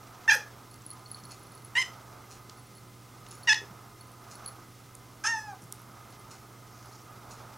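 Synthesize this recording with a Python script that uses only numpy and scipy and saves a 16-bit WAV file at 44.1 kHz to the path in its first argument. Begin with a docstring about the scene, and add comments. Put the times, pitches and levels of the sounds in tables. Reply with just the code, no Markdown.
"""An appliance hums and blows softly in a quiet room; fur rustles and a thin whine comes and goes.
A cat on a straw mat gives three short chirped meows and a longer falling one: harmonics of its vocal
folds, shaped by the resonances of mouth, nose and throat. It swallows once, its paws land softly, and a
pellet tinkles in its collar bell. Some sharp clicks come from claws, lips and collar; other dry clicks
sound late on. A wall clock ticks as its gear rattles the case; the walls add a short reverberation."""
import sys
import numpy as np
from scipy import signal
from scipy.fft import rfft, irfft, next_fast_len
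from scipy.io import wavfile
from scipy.ndimage import uniform_filter1d

SR = 44100
rng = np.random.default_rng(int(sys.argv[2]) if len(sys.argv) > 2 else 0)


def transcribe(signal):
    """Save signal, clipped to [-1, 1], as a 16-bit WAV file at the path in sys.argv[1]."""
    frames = np.atleast_2d(signal).T
    limited = np.clip(frames, -1, 1)
    pcm = np.round(limited * 32767).astype(np.int16)
    wavfile.write(sys.argv[1], SR, pcm)


N = 333837
TIME = np.arange(N) / SR

# slow swell of the appliance's air, which the rustle follows: (time [s], level [dB])
AIR_SWELL = [(0, -54), (.29, -52.5), (.86, -58.5), (1.16, -54), (1.62, -56.5), (1.96, -52), (2.93, -61.5),
             (3.31, -53.5), (3.71, -54.5), (4.07, -59), (4.43, -49.5), (4.7, -58.5), (5.63, -58),
             (6.101, -54.5), (6.72, -57.5), (7.1, -55), (7.4, -50), (7.57, -52)]


def from_db(db):
    """Decibels to amplitude ratio."""
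    return 10 ** (np.asarray(db) / 20)


def unit_rms(x):
    """Normalisation to an rms of 1."""
    return x / np.sqrt(np.mean(x ** 2) + 1e-20)


def at_hz(points, hz):
    """Interpolation of (frequency, value) points on a logarithmic frequency axis."""
    return np.interp(np.log(hz + 1), np.log(np.array(points)[:, 0]), np.array(points)[:, 1])


def resonance(hz, centre_hz, width_hz):
    """Magnitude response of a damped resonator, 1 at its centre."""
    return 1 / np.sqrt(1 + ((hz ** 2 - centre_hz ** 2) / (hz * width_hz + 1)) ** 2)


def resonators(hz, peaks, order):
    """Parallel resonances add; a higher order steepens their skirts."""
    return sum(from_db(db) * resonance(hz, centre, width) ** order for centre, width, db in peaks)


def bandpass(x, edges_hz, order):
    """A band-pass filter attenuates what lies outside its two edges."""
    return signal.sosfilt(signal.butter(order, edges_hz, "band", fs=SR, output="sos"), x)


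def drift(rate_hz, size=N):
    """Random fluctuation: low-passed noise of unit rms."""
    lowpass = signal.butter(2, rate_hz, fs=SR, output="sos")
    return unit_rms(signal.sosfilt(lowpass, rng.standard_normal(size + SR))[SR:])


def stereo_noise(gain_at):
    """Spectrally shaped noise of unit rms; a weak side signal partly decorrelates the channels."""
    # balance: (frequency [Hz], left minus right [dB])
    balance = [(30, 5), (70, -4.5), (200, -1.5), (400, 0.5), (700, -7.5), (1300, -3), (2400, -0.1)]
    # stereo width: (frequency [Hz], side minus mid [dB])
    width = [(40, -39), (100, -21), (700, -11), (2400, -27), (4400, -31), (8000, -12), (13000, -33)]
    size = next_fast_len(N)
    hz = np.arange(size // 2 + 1) * SR / size
    mid, side = rfft(rng.standard_normal((2, size))) * gain_at(hz)
    lean = from_db(at_hz(balance, hz) / 2)
    side = side * from_db(at_hz(width, hz))
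    return unit_rms(irfft([mid * lean + side, mid / lean - side], size)[:, :N])


def appliance_air():
    """Moving air gives swelling broadband noise; duct resonances add steady narrow bands."""
    # airflow spectrum: (frequency [Hz], relative density [dB])
    spectrum = [(290, -12.5), (500, -7.5), (752, -2), (1090, -4), (1260, 2), (1390, -3.5), (1900, -16),
                (2470, -19), (4180, -120)]
    # duct resonances: (frequency [Hz], bandwidth [Hz], gain [dB])
    duct_modes = [(1019, 6, 11), (1243.5, 35, 7), (2065, 88, -3), (5280, 200, -15)]
    times, air_db = np.transpose(AIR_SWELL)
    swell = from_db(np.interp(TIME, times, air_db) + 1.15 * drift(5.4))
    air = swell * stereo_noise(lambda hz: from_db(at_hz(spectrum, hz)))
    ducts = from_db(-62) * stereo_noise(lambda hz: resonators(hz, duct_modes, 2))
    return air + ducts


def appliance_hum():
    """Two low pure tones with slight amplitude modulation, a little to the right."""
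    # hum tones: (frequency [Hz], rms level before panning [dB])
    tones = [(120.2, -55.5), (103.2, -65)]
    hum = sum(from_db(db + .7 * drift(3)) * np.sin(2 * np.pi * hz * TIME) for hz, db in tones)
    return np.sqrt(2) * hum * from_db([[-1.2], [1.2]])


def room_tone():
    """The ambient noise floor: stationary, densest at low frequencies."""
    # ambient spectrum: (frequency [Hz], relative density [dB])
    spectrum = [(20, -24), (60, -10.5), (150, -8), (400, -10.5), (600, -21.5), (1070, -26.5), (1810, -26.5),
                (10300, -28.5), (16000, -33)]
    return from_db(-55) * stereo_noise(lambda hz: from_db(at_hz(spectrum, hz)) * (hz > 18))


def fur_rustle():
    """Friction of fur on the mat gives noise whose level flickers."""
    # rustle spectrum: (frequency [Hz], relative density [dB])
    spectrum = [(2500, -1), (4200, -2), (6000, 0.5), (9000, -16), (15000, -12)]
    mean_db, swell_share = -62.5, 0.57
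    times, air_db = np.transpose(AIR_SWELL)
    rustle_db = mean_db + swell_share * (air_db - air_db.mean())
    envelope = from_db(np.interp(TIME, times, rustle_db) + 2.2 * drift(25))
    return envelope * stereo_noise(lambda hz: from_db(at_hz(spectrum, hz)))


def whine():
    """A faint, high pure tone, amplitude-modulated at random and gated on and off."""
    # spells of whining: (start [s], end [s])
    spells = [(0, .75), (1.2, 2.5), (3.27, 4.7), (5.83, 7.57)]
    pitch_hz, level_db = 13248, -73
    gate = uniform_filter1d(sum((TIME > start) * (TIME < end) * 1. for start, end in spells), size=800)
    return from_db(level_db + 2.5 * drift(15)) * gate * np.sin(2 * np.pi * pitch_hz * TIME)


def vocal_tract(hz, mouth_hz, jaw_db, bright_db, facing_db):
    """Formants: the resonances of mouth, nose, jaw and throat set the gain of a partial."""
    # nasal formant: (frequency [Hz], bandwidth [Hz], gain [dB])
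    nose = (966, 255, -16.5)
    # open-jaw formants: (frequency [Hz], bandwidth [Hz], gain [dB])
    jaw = [(2750, 1530, 1.5), (4100, 4700, -27.5)]
    # throat formants: (frequency [Hz], bandwidth [Hz], gain [dB])
    throat = [(5325, 810, -4), (6246, 510, -4.5)]
    # treble beamed ahead of the muzzle: (frequency [Hz], bandwidth [Hz], gain [dB])
    beam = [(7450, 990, -5.5), (9550, 1600, -8.5), (12000, 2400, -35)]
    return (resonance(hz, mouth_hz, width_hz=645) ** 3
            + resonators(hz, [nose], 2)
            + from_db(jaw_db) * resonators(hz, jaw, 3)
            + from_db(bright_db) * resonators(hz, throat, 3)
            + from_db(bright_db + facing_db) * resonators(hz, beam, 3))


def meow(contour, manner):
    """Source and filter: the tract weights the vocal folds' partials; rough folds jitter and leak air."""
    # breath spectrum: (frequency [Hz], relative density [dB])
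    breath_spectrum = [(1200, -14), (2500, 3), (4000, -19), (5800, -1), (8000, 2), (10500, -13),
                       (13000, -45)]
    jaw_follows_treble, jaw_closing_db_per_s = 0.82, 60
    hoarseness, jitter, waver_db = 0.22, 0.045, 2.0
    times, pitches, levels_db, mouths, brights = np.transpose(contour)
    jaw_db, facing_db, rough, onset_s, ending_s, subharmonic = manner
    span = slice(int(times[0] * SR), int(times[-1] * SR))
    t = TIME[span]
    size, elapsed, remaining = len(t), t - times[0], times[-1] - t
    pitch, mouth_hz, bright_db = [np.interp(t, times, column) for column in (pitches, mouths, brights)]
    effort = np.interp(t, times, from_db(levels_db))
    jaw_db = jaw_db + jaw_follows_treble * bright_db - jaw_closing_db_per_s * elapsed
    hoarse_ends = np.clip(2 - elapsed / onset_s, 0, 1) + np.clip(2 - 2 * remaining / ending_s, 0, 1)
    rough = np.clip(rough + hoarseness * hoarse_ends, 0, 1)
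    phase = 2 * np.pi * np.cumsum(pitch * (1 + jitter * rough * drift(120, size))) / SR
    voice = 0
    for k in np.arange(2, 37) / 2:   # period doubling puts partials half-way between the harmonics
        gain = vocal_tract(k * pitch, mouth_hz, jaw_db, bright_db, facing_db)
        gain *= from_db(waver_db * drift(18, size) * (k > 2))   # upper partials waver as the mouth shifts
        angle = k * phase + rng.normal(0, 0.79)
        smear = rough * drift(220, size)
        share = np.clip(subharmonic * rough, 0, 1) if k % 1 else 1
        voice -= gain * share * ((1 - rough / 2) * np.cos(angle) + smear * np.sin(angle))
    hz = np.arange(size // 2 + 1) * SR / size
    breath = unit_rms(irfft(rfft(rng.standard_normal(size)) * from_db(at_hz(breath_spectrum, hz)), size))
    voice += from_db(-12 + bright_db / 2) * rough * breath * (1 + np.cos(phase))   # a puff each cycle
    fade = np.clip(np.minimum(elapsed, remaining) / .003, 0, 1)
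    out = np.zeros(N)
    out[span] = np.sqrt(2) * effort * voice * fade
    return out


def meows():
    """Phonation with gliding pitch and formants: three chirps and a falling call, one signal each."""
    # one contour per meow: (time [s], pitch [Hz], level [dB], mouth resonance [Hz], treble gain [dB])
    contours = [
        [(.277, 857, -23, 1700, -19), (.283, 906, -21.5, 1860, -17.5), (.297, 895, -14, 1800, -16.5),
         (.301, 804.6, -16.5, 1850, -13.5), (.315, 806, -17, 1890, -4.5), (.320, 878.5, -13.5, 1830, -18),
         (.328, 817, -23, 1690, -3.5), (.345, 843, -20, 1440, -12), (.356, 890, -47, 1400, -2)],
        [(1.751, 894, -62, 1850, -3), (1.757, 942, -27.5, 1860, -19), (1.770, 944, -25.5, 1890, -13),
         (1.783, 1017, -20, 1900, -17.5), (1.800, 1045, -28.5, 2060, -9), (1.812, 1036, -34, 1960, -8),
         (1.830, 980, -33, 2000, 2)],
        [(3.472, 854, -27, 1900, -9), (3.478, 959, -27.5, 1900, -4), (3.490, 934, -18.5, 1860, -9.5),
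         (3.496, 864.6, -20.5, 1810, -2.5), (3.525, 855, -22, 1700, -1.5), (3.532, 945, -20, 1760, -16),
         (3.537, 1000, -66, 1800, 6)],
        [(5.237, 795, -62, 1410, 6), (5.243, 800, -30, 1490, -4), (5.253, 902, -23.5, 1330, -7.5),
         (5.261, 794, -28, 1510, -1.5), (5.272, 885, -25.5, 1560, 2.5), (5.284, 920, -26.5, 1610, -7),
         (5.310, 924.6, -22.5, 1600, -18), (5.350, 885, -24, 1360, -23.5), (5.395, 845.5, -35.5, 1180, -7.5),
         (5.445, 864, -35.5, 1260, -20), (5.500, 814, -37, 1070, -18), (5.540, 749, -44, 927, -35),
         (5.562, 734, -65, 920, -30)],
    ]
    # voice quality per meow: (jaw resonance [dB], treble by the turn of the head [dB],
    # steady roughness [0-1], hoarse onset [s], hoarse ending [s], subharmonics per roughness [ratio])
    manners = [(-5.5, -22.5, 0.14, 0.0036, 0.026, 0.39), (4.5, -5, 0.09, 0.021, 0.025, 0.72),
               (-2, -22.5, 0, 0.019, 0.022, 0.65), (-14.5, -13.5, .01, 0.032, 0.043, 2.1)]
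    return [meow(contour, manner) for contour, manner in zip(contours, manners)]


def hisses():
    """Turbulence at the teeth in the first meow, later friction on the mat: noise swells, stops short."""
    # breath, dragged paw, dragged fur: (start [s], end [s], low edge [Hz], high edge [Hz], level [dB])
    events = [(0.28, .372, 9000, 13500, -48), (5.612, 5.645, 5400, 11300, -55.5),
              (6.655, 7.03, 4640, 6800, -63)]
    out = np.zeros(N)
    for start, end, low_hz, high_hz, level_db in events:
        progress = np.clip((TIME - start) / (end - start), 0, 1)
        swell = (progress * (1 - progress ** 8)) ** 0.36
        noise = unit_rms(bandpass(rng.standard_normal(N), [low_hz, high_hz], 3))
        out += from_db(level_db + 4.9 * drift(120)) * swell * noise
    return out


def strike(times, levels_db, modes):
    """Modal ringing: every impact excites each mode as a damped sine of its own strength."""
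    scatter_db = rng.normal(0, 2, (len(times), len(modes)))
    signs = rng.choice([-1, 1], scatter_db.shape)   # a mode starts inward or outward by where it is hit
    out = np.zeros(N)
    for k, (hz, mode_db, t60) in enumerate(modes):
        impulses = np.zeros(N)
        impulses[(times * SR).astype(int)] = from_db(levels_db + mode_db + scatter_db[:, k]) * signs[:, k]
        decay, angle = from_db(-60 / (t60 * SR)), 2 * np.pi * hz / SR
        feedback = [1, -2 * decay * np.cos(angle), decay * decay]
        out += signal.lfilter([0, np.sin(angle)], feedback, impulses + 1e-18)
    return out


def clock():
    """Once a second the gear steps: quick impacts excite the heavily damped modes of a plastic case."""
    # case modes: (frequency [Hz], gain [dB])
    case_modes = [(2600, -8), (4200, -6), (5200, -2.5), (6000, -3), (6800, -2), (8000, -8), (9600, -7.5)]
    first_tick_s, ticks, t60_s = .313, 8, .007
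    lags_s = np.array([-.012, -.005, 0, .002, .005, .009, .014, .022, .030, .040])
    contact_db = -43 - np.abs(lags_s) * np.where(lags_s < 0, 800, 250)   # fast rise, slower fall
    times = first_tick_s + np.arange(ticks)[:, None] + lags_s + rng.normal(0, .0007, (ticks, len(lags_s)))
    return strike(times.ravel(), np.tile(contact_db, ticks), [(hz, db, t60_s) for hz, db in case_modes])


def gulp():
    """Bubble resonance in the throat: a short falling tone as the cat swallows after its first meow."""
    start_s, end_s, from_hz, to_hz = .348, .372, 640, 430
    progress = np.clip((TIME - start_s) / (end_s - start_s), 0, 1)
    phase = 2 * np.pi * np.cumsum(from_hz * (to_hz / from_hz) ** progress) / SR
    return from_db(-37.5) * np.sin(np.pi * progress) * np.sin(phase)


def collar_bell():
    """A pellet's impacts excite two groups of shell modes; it rattles faintly while the collar swings."""
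    # clear strikes on the bell wall: (time [s], level of high modes [dB], level of low modes [dB])
    tinkles = [(0.712, -43, -57), (0.8639, -31, -58), (0.904, -32, -53), (0.9123, -31, -47),
               (0.9327, -38, -55), (1.059, -61, -39.5), (1.1151, -27.5, -42), (1.1458, -42, -42),
               (1.2526, -36.5, -50), (1.3176, -42, -42), (1.4331, -44, -93), (1.5515, -44, -59),
               (1.577, -45, -52), (1.648, -36, -57), (2.7701, -43.5, -66), (3.3097, -36, -50),
               (3.3507, -38.5, -60), (3.4331, -37, -49.5), (4.01, -43, -48), (4.354, -38.5, -55),
               (4.4605, -23.5, -42), (4.4761, -35, -45), (4.4844, -31, -50)]
    # swings of the collar: (start [s], end [s])
    swings = [(.7, 1.7), (2.52, 2.8), (3.28, 3.47), (4.0, 4.12), (4.33, 4.52), (6.1, 6.22), (6.83, 6.93)]
    # high shell modes: (frequency [Hz], gain [dB], 60 dB decay time [s])
    high_modes = [(10290, -3, 0.032), (10750, -10.5, 0.024), (10400, -8, 0.011)]
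    # low shell modes: (frequency [Hz], gain [dB], 60 dB decay time [s])
    low_modes = [(4310, -3.5, 0.02), (4370, 5.5, 0.025), (4560, -8, 0.011)]
    # soft contact confines the high and the low ring to a band each: (low edge [Hz], high edge [Hz])
    bands = [(9000, 11800), (3900, 5000)]
    rattles_per_s, rattle_high_db, rattle_low_db = 30, -50, -61
    times, high_db, low_db = np.transpose(tinkles)
    rattles = np.concatenate([rng.uniform(a, b, int((b - a) * rattles_per_s)) for a, b in swings])
    scatter_db = rng.standard_normal((len(rattles), 2))
    times = np.concatenate([times, rattles])
    high = strike(times, np.concatenate([high_db, rattle_high_db + scatter_db[:, 0]]), high_modes)
    low = strike(times, np.concatenate([low_db, rattle_low_db + scatter_db[:, 1]]), low_modes)
    return bandpass(high, bands[0], 1) + bandpass(low, bands[1], 1)


def contact_bursts(events, decay_cycles):
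    """Impact transients: band noise whose exponential damping is 30 dB per decay_cycles periods."""
    size = 3000
    out, t = np.zeros(N), np.arange(size) / SR
    for start_s, peak_db, hz, octaves in events:
        envelope = np.sqrt(t) * from_db(-30 * t * hz / decay_cycles)
        edge_ratio = 2 ** (octaves / 2)
        edges_hz = [hz / edge_ratio, min(hz * edge_ratio, 18000)]
        burst = bandpass(rng.standard_normal(size) * envelope, edges_hz, 2)
        start = int(start_s * SR)
        out[start:start + size] += from_db(peak_db) * burst / np.abs(burst).max()
    return out


def clicks():
    """Brief sharp transients: the cat's claws, lips and collar, and, apart from these, late dry clicks."""
    # clicks: (time [s], peak level [dB], centre frequency [Hz], bandwidth [octaves])
    contacts = [(.7414, -41, 6500, 1.4), (0.8198, -42, 6800, .6), (1.2368, -41, 6000, 0.45),
                (1.8165, -25.5, 5600, 1.0), (2.496, -35.5, 4270, 1.1), (3.264, -40, 3340, 1.4),
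                (3.5284, -18, 4270, 0.67), (3.5427, -21.5, 3140, 1.5), (4.9514, -32.5, 8550, 0.53),
                (5.724, -24.5, 8200, 1.35), (5.7936, -46, 10500, .4), (5.818, -43, 11500, .3)]
    return contact_bursts(contacts, decay_cycles=25)


def paws():
    """Soft landings are slow impacts, so their energy lies at low frequencies."""
    # landings: (time [s], peak level [dB], centre frequency [Hz], bandwidth [octaves])
    landings = [(1.233, -46, 168, 1), (3.613, -39, 340, 0.73), (3.698, -42, 155, 0.93),
                (5.617, -45, 150, 0.68)]
    return contact_bursts(landings, decay_cycles=9.7)


def reverberation(x):
    """Dense wall reflections act as noise that decays band by band, nearly alike in both channels."""
    # reverberation time: (frequency [Hz], 60 dB decay time [s])
    decay_times = [(500, 0.33), (2000, 0.23), (6000, 0.25), (12000, 0.19)]
    first_echo_s, reverb_db, side_db = 0.0066, -10, -30
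    t, tail = np.arange(SR // 2) / SR, 0
    edges_hz = 300 * 2 ** np.arange(0, 6, .8)
    for low, high in zip(edges_hz, edges_hz[1:]):
        band = bandpass(rng.standard_normal((2, len(t))), [low, high], 2)
        tail += band * from_db(-60 * t / at_hz(decay_times, np.sqrt(low * high)))
    tail *= np.clip(t / first_echo_s - 1, 0, 1)
    mid, side = signal.fftconvolve(x[None], tail / np.sqrt(np.sum(tail[0] ** 2)), axes=1)[:, :N]
    side = side * from_db(side_db)
    return from_db(reverb_db) * np.array([mid + side, mid - side])


def scene():
    """Superposition of direct sound, reverberation and background; level differences place the cat."""
    # balance of each meow: (left minus right [dB])
    meow_balance = [-2.3, -1.4, -0.93, -1.1]
    sides = np.array([[.5], [-.5]])
    calls = meows()
    body = hisses() + gulp() + paws()
    small_sounds = clicks() + collar_bell()
    ticks = clock()
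    direct = (body + small_sounds + ticks) * from_db(-0.5 * sides)
    direct += sum(call * from_db(balance_db * sides) for call, balance_db in zip(calls, meow_balance))
    # small high sounds reach the walls less
    reflected = reverberation(sum(calls) + body + from_db(-5) * small_sounds + from_db(4) * ticks)
    background = fur_rustle() + appliance_air() + room_tone() + appliance_hum() + whine()
    return direct + reflected + background


def record(dry):
    """Band limiting: a steep elliptic low-pass removes the highest treble."""
    cutoff_hz = 15850
    return signal.sosfilt(signal.ellip(12, .3, 75, cutoff_hz, fs=SR, output="sos"), dry)


dry = scene()
out = record(dry)
transcribe(out)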